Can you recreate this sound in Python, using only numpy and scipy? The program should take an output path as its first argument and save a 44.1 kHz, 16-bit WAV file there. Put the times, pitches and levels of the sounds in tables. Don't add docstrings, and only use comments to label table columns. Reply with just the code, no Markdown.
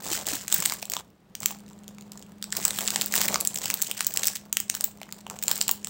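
import sys
import numpy as np
from scipy import signal
from scipy.fft import rfft, irfft
from scipy.io import wavfile
from scipy.ndimage import map_coordinates

SR = 44100
rng = np.random.default_rng(int(sys.argv[2]) if len(sys.argv) > 2 else 0)


def makeup_ratio(level_db):
    decades = np.asarray(level_db, float) / 20
    return 10 ** decades


def materialize(psi):
    bounded = np.clip(np.atleast_2d(psi).T, -1, 1)
    quanta = np.round(bounded * 32767).astype(np.int16)
    wavfile.write(sys.argv[1], SR, quanta)


N = 259749
SECONDS = np.arange(N) / SR
TOP_HZ = 15800


def unit(x):
    return x / np.sqrt(np.mean(x ** 2) + 1e-20)


def along(points, hz):
    point_hz, value = np.transpose(points)
    return np.interp(np.log(hz + 1), np.log(point_hz + 1), value)


def wobble(rate):
    points = rng.standard_normal(int(N * rate / SR) + 4)
    return map_coordinates(points, [np.arange(N) * rate / SR])


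def coloured(x, spectrum):
    size = 2 ** 12
    gain = makeup_ratio(along(spectrum, np.fft.rfftfreq(size, 1 / SR)))
    cepstrum = irfft(np.log(np.maximum(gain, 1e-4)))
    cepstrum[1:size // 2] *= 2
    cepstrum[size // 2 + 1:] = 0
    return signal.fftconvolve(x, irfft(np.exp(rfft(cepstrum))))[:N]


def grains(s, size, hz, cycles, crack, crack_t60, wide=0):
    t = np.arange(SR // 130) / SR
    hz = np.clip(hz, 100, SR / 2.2)[:, None]
    swell = (1 - np.exp(-t / 0.00021)) ** 2
    ring = np.sin(2 * np.pi * hz * t) * np.exp(-t * hz / cycles)
    burst = rng.standard_normal((len(s), len(t))) * makeup_ratio(-60 * t / crack_t60)
    dullness = np.clip(wide + 1.35 * rng.uniform(-0.5, 1, len(s)), -1, 1)[:, None]
    burst += dullness * np.roll(burst, 1, axis=1)
    band = signal.butter(2, [2000, TOP_HZ], "band", fs=SR, output="sos")
    burst = signal.sosfilt(band, burst)
    shape = swell * (ring + crack * burst)
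    shape /= np.abs(shape).max(axis=1, keepdims=True)
    at = np.round(s * SR).astype(int)[:, None] + np.arange(len(t))
    return np.bincount(at.ravel(), (size[:, None] * shape).ravel(), N + SR)[:N]


# (time [s], level [dB], body ring [dB, relative to that level])
WIDE_CREASES = [(.1303, -14.5, -1.5), (.624, -11.5, 1.5), (0.6588, 0, -32), (.7224, -9.5, 2),
                (0.8279, -13.5, 0), (0.9367, -7.5, -9), (0.967, -16.5, 10), (1.4318, -17.5, 1),
                (1.508, -24, 5.5), (1.9844, -33.5, 6), (2.0102, -30.5, -18), (2.2255, -25.5, -8),
                (2.4415, -18, -1), (2.528, -14, 2), (2.6521, -2, -10), (2.7073, -7.5, -3), (2.788, -8, -4),
                (2.877, -5.5, -19), (2.8837, -10, -3), (2.96, -5, -3), (3.1397, -7.5, 1), (3.1624, -4, -5),
                (3.1784, -10, -1.5), (3.216, -1.5, -11), (3.2855, -7, 0), (3.3437, -7, 1.5),
                (3.358, -10.5, 11), (3.6576, -8.5, -7), (4.0075, -3.5, -7), (4.233, -9, -3),
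                (4.7413, -29, 7), (4.7508, -9.5, -18), (5.016, -22.5, 5.5), (5.0316, -26, 4),
                (5.091, -39.5, 14), (5.125, -19.5, -8.5), (5.2667, -31, 15), (5.3, -16, -4),
                (5.3893, -20, -12), (5.4814, -5.5, -5), (5.495, -15, -1), (5.5144, -2, -8.5),
                (5.6925, -7, 0), (5.8714, -15, -6)]
# (time [s], level [dB])
TIGHT_CREASES = [(0.2685, -13), (0.2868, -9.5), (0.3544, -13), (0.4809, -11), (0.5256, -0.5),
                 (0.5427, -2.5), (0.5455, -7), (0.5842, -11), (0.6029, -10), (0.6402, -18), (0.6548, -8),
                 (0.6623, -16), (0.6982, -8.5), (0.7378, -15), (0.8249, -26), (0.8546, -20),
                 (0.8993, -12.5), (0.9193, -13), (0.9527, -28), (1.3525, -14), (1.4043, -20.5),
                 (1.439, -20), (1.4591, -2.5), (1.4847, -22), (1.5126, -19.5), (1.8803, -26),
                 (2.1194, -21.5), (2.4263, -11), (2.5245, -10), (2.5678, -9.5), (2.571, -9.5), (2.6806, -9),
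                 (2.7775, -15), (2.8088, -11.5), (2.9049, -8), (3.0129, -5), (3.0192, -9), (3.0606, -7),
                 (3.124, -10.5), (3.1484, -22), (3.1549, -5), (3.2068, -12), (3.213, -9.5), (3.2345, -18),
                 (3.2566, -9), (3.2816, -6), (3.4043, -10.5), (3.4097, -4.5), (3.4507, -6), (3.4736, -3),
                 (3.5447, -16), (3.557, -13), (3.5598, -10.5), (3.5743, -15), (3.5866, -13.5),
                 (3.6924, -29), (3.7023, -2), (3.7107, -13), (3.7411, -3.5), (3.8183, -6), (3.8234, -0.5),
                 (3.9136, -6), (4.0467, -12), (4.0679, -3), (4.0743, -18.5), (4.1397, -10), (4.162, -12),
                 (4.1732, -5), (4.1945, -15), (4.2353, -10.5), (4.2441, -10), (4.2556, -8.5), (4.2644, -17),
                 (4.2703, -1.5), (4.2749, -6.5), (4.2828, -8), (4.3537, -19.5), (4.3566, -14.5),
                 (4.3603, -12), (4.369, -20), (4.528, -5.5), (4.5702, -1.5), (4.6023, -6), (4.6953, -25),
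                 (4.699, -3), (4.8093, -5.5), (4.8409, -10.5), (4.8433, -3.5), (5.4259, -15),
                 (5.4286, -14.5), (5.4371, -12.5), (5.5575, -11.5), (5.5784, -15), (5.6088, -14),
                 (5.6134, -2.5), (5.6228, -11), (5.6268, -16), (5.6808, -5.5), (5.7131, -1),
                 (5.8464, -14.5)]


def snaps():
    tight_body_db = -28.5
    creases = WIDE_CREASES + [(s, db, tight_body_db) for s, db in TIGHT_CREASES]
    s, db, body_db = np.transpose(creases)
    panel, upper, lower = rng.standard_normal((len(s), 3)).T
    s = s - 0.0005
    out = grains(s, makeup_ratio(db + 2.5), 4500 * np.exp(0.41 * panel), cycles=1.9, crack=15.0,
                 crack_t60=0.0032, wide=(body_db + 17.5) / 25)
    out += grains(s, makeup_ratio(db + body_db - 6.5), 2600 * np.exp(0.29 * upper), cycles=2, crack=0, crack_t60=1)
    out += grains(s, makeup_ratio(db + body_db - 7.0), 1100 * np.exp(0.33 * lower), cycles=1, crack=0, crack_t60=1)
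    return out


# (time of full grip [s], time held [s], film level [dB], thick fold level [dB, relative to the film])
GRIPS = [(0.042, 0.045, -33.5, 2.5), (0.118, 0.016, -26.5, -3.5), (0.299, 0.018, -25.5, -5),
         (0.541, 0.13, -30, -4.5), (0.941, 0.054, -42.5, 3), (1.429, 0.0384, -41.5, 0.5),
         (2.129, 0.022, -48.5, 0), (2.569, 0.47, -33.5, -2), (3.138, 0.1, -27.5, -4.5),
         (3.3, 0.028, -32.5, 4), (3.47, 0.094, -42, -2), (3.619, 0.085, -34.5, -3.5),
         (3.798, 0.4, -37.5, -8.5), (4.15, 0.11, -35.5, -4.5), (4.74, 0.096, -42.5, -2),
         (5.132, 0.019, -50, -23), (5.299, 0.039, -51.5, 11), (5.469, 0.082, -34.5, -3),
         (5.6, 0.057, -40, 1.5), (5.87, .05, -47, 3)]


def handling():
    grip_db_per_s, let_go_db_per_s = 291.5, 124
    fold_slower = 0.91
    rest_film_db, rest_fold_db, rest_swing = -58.5, -53.5, 0.61
    s, held, db, fold_db = np.transpose(GRIPS)[:, :, None]
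    away_db = grip_db_per_s * np.maximum(s - SECONDS, 0)
    away_db += let_go_db_per_s * np.maximum(SECONDS - s - held, 0)
    level_db = background_level()
    swing_db = rest_swing * np.minimum(level_db - level_db.mean(), 0)
    film = (db - away_db).max(axis=0)
    folds = (db + fold_db - fold_slower * away_db).max(axis=0)
    return np.maximum(film, rest_film_db + swing_db), np.maximum(folds, rest_fold_db + swing_db / 2)


def crackle(count, busy, mid_hz, spread_db, cycles, crack, clump_db):
    when, pitch, luck, need = rng.random((count, 4)).T
    hz = mid_hz * 4.5 ** (pitch - 0.5)
    size = makeup_ratio(-spread_db * np.log(1.015 - luck))
    share = busy[(when * N).astype(int)]
    size *= (need < share) / np.sqrt(share)
    clumps = makeup_ratio(clump_db * np.tanh(wobble(30)))
    return unit(clumps * grains(when * N / SR, size, hz, cycles, crack, crack_t60=0.0047))


def rustle():
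    film_db, fold_db = handling()
    busy = np.clip(makeup_ratio(0.87 * (film_db + 33)), 0.015, 1)
    film = crackle(count=2800, busy=busy, mid_hz=3170, spread_db=2.0, cycles=2, crack=1.66, clump_db=3.0)
    folds = crackle(count=1900, busy=busy ** 0.3, mid_hz=588, spread_db=3.0, cycles=0.63, crack=0.26,
                    clump_db=5.5)
    return makeup_ratio(film_db) * film + makeup_ratio(fold_db) * folds


# (time [s], level [dB], frequency [Hz])
FINGER_BUMPS = [(0.112, -26.5, 323), (0.329, -25, 278), (0.586, -26, 170), (1.424, -33.5, 151)]


def bumps():
    s, db, hz = np.transpose(FINGER_BUMPS)[:, :, None]
    t = np.maximum(SECONDS - s, 0)
    swell = 1 - np.exp(-t / 0.0033)
    fade = makeup_ratio(db - 60 * t / 0.072)
    return (fade * swell * np.sin(2 * np.pi * hz * t)).sum(axis=0)


# (frequency [Hz], time [s])
ROOM_DECAY = [(500, 0.28), (4500, 0.25), (16000, 0.16)]


def walls(x):
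    out = np.zeros(N + 2 * SR)
    step = SR // 5
    for start in range(0, N, step):
        hz, t, noise = signal.stft(rng.standard_normal(SR // 2), SR, nperseg=256)
        fade = makeup_ratio(-60 * t / along(ROOM_DECAY, hz)[:, None])
        tail = signal.istft(noise * fade, SR, nperseg=256)[1]
        wet = signal.fftconvolve(x[start:start + step], tail / np.linalg.norm(tail))
        out[start + 130:][:len(wet)] += wet
    return out[:N]


# (time [s], level [dB])
BACKGROUND_SWING = [(0.0, -49), (0.88, -51), (1.18, -68.5), (1.32, -56), (1.48, -44.5), (2.32, -45),
                    (3.34, -39), (3.5, -46.5), (4.14, -52), (5.46, -45.5), (5.88, -46.5)]


def background_level():
    s, db = np.transpose(BACKGROUND_SWING)
    return np.interp(SECONDS, s, db)


# (frequency [Hz], level [dB, relative to the background level])
HUM_TONES = [(205.6, -2), (182, -11), (408, -19.5)]
# (frequency [Hz], relative level [dB])
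AIR_SHAPE = [(24, -55.5), (40, -2.5), (194, 7.5), (237, 1.5), (615, -6), (2150, -18), (4030, -21.5),
             (12100, -33), (16000, -28)]


def background():
    level_db = background_level()
    hum = 0
    for hz, db in HUM_TONES:
        loudness = makeup_ratio(db + wobble(7.3))
        hum = hum + loudness * np.sin(2 * np.pi * hz * SECONDS + 0.26 * wobble(5.6))
    air = makeup_ratio(-56 + 0.27 * (level_db - level_db.mean()))
    air += makeup_ratio(-19 + handling()[1])
    return makeup_ratio(level_db) * hum + air * unit(coloured(rng.standard_normal(N), AIR_SHAPE))


# (frequency [Hz], gain [dB])
FILM_AND_MIC = [(140, -54), (230, -21.5), (720, -9.5), (2330, -11), (2990, -8.5), (3500, -8.5), (6400, -5),
                (7600, 1), (8600, -5.5), (10000, -13.5), (12200, -13.5), (13400, -11), (15500, 0.5)]


def scene():
    bag = snaps() + rustle()
    lull_start_s, lull_end_s, lull_edge_s, lull_db = 1.002, 1.335, 0.026, -13
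    edges = np.minimum(SECONDS - lull_start_s, 4 * (lull_end_s - SECONDS))
    lull = np.clip(edges / lull_edge_s, 0, 1)
    bag_in_room = bag + makeup_ratio(-12.0) * walls(bag)
    near = makeup_ratio(4.0 + lull_db * lull) * coloured(bag_in_room, FILM_AND_MIC)
    return (near + bumps() + background())[None]


def band_limit(x):
    return signal.sosfilt(signal.butter(12, 16990, fs=SR, output="sos"), x)


def record(dry):
    low_pass = signal.ellip(9, 0.3, 70, TOP_HZ, fs=SR, output="sos")
    finished = np.clip(signal.sosfilt(low_pass, dry), -1, 1)
    return band_limit(finished)


dry = scene()
out = record(dry)
materialize(out)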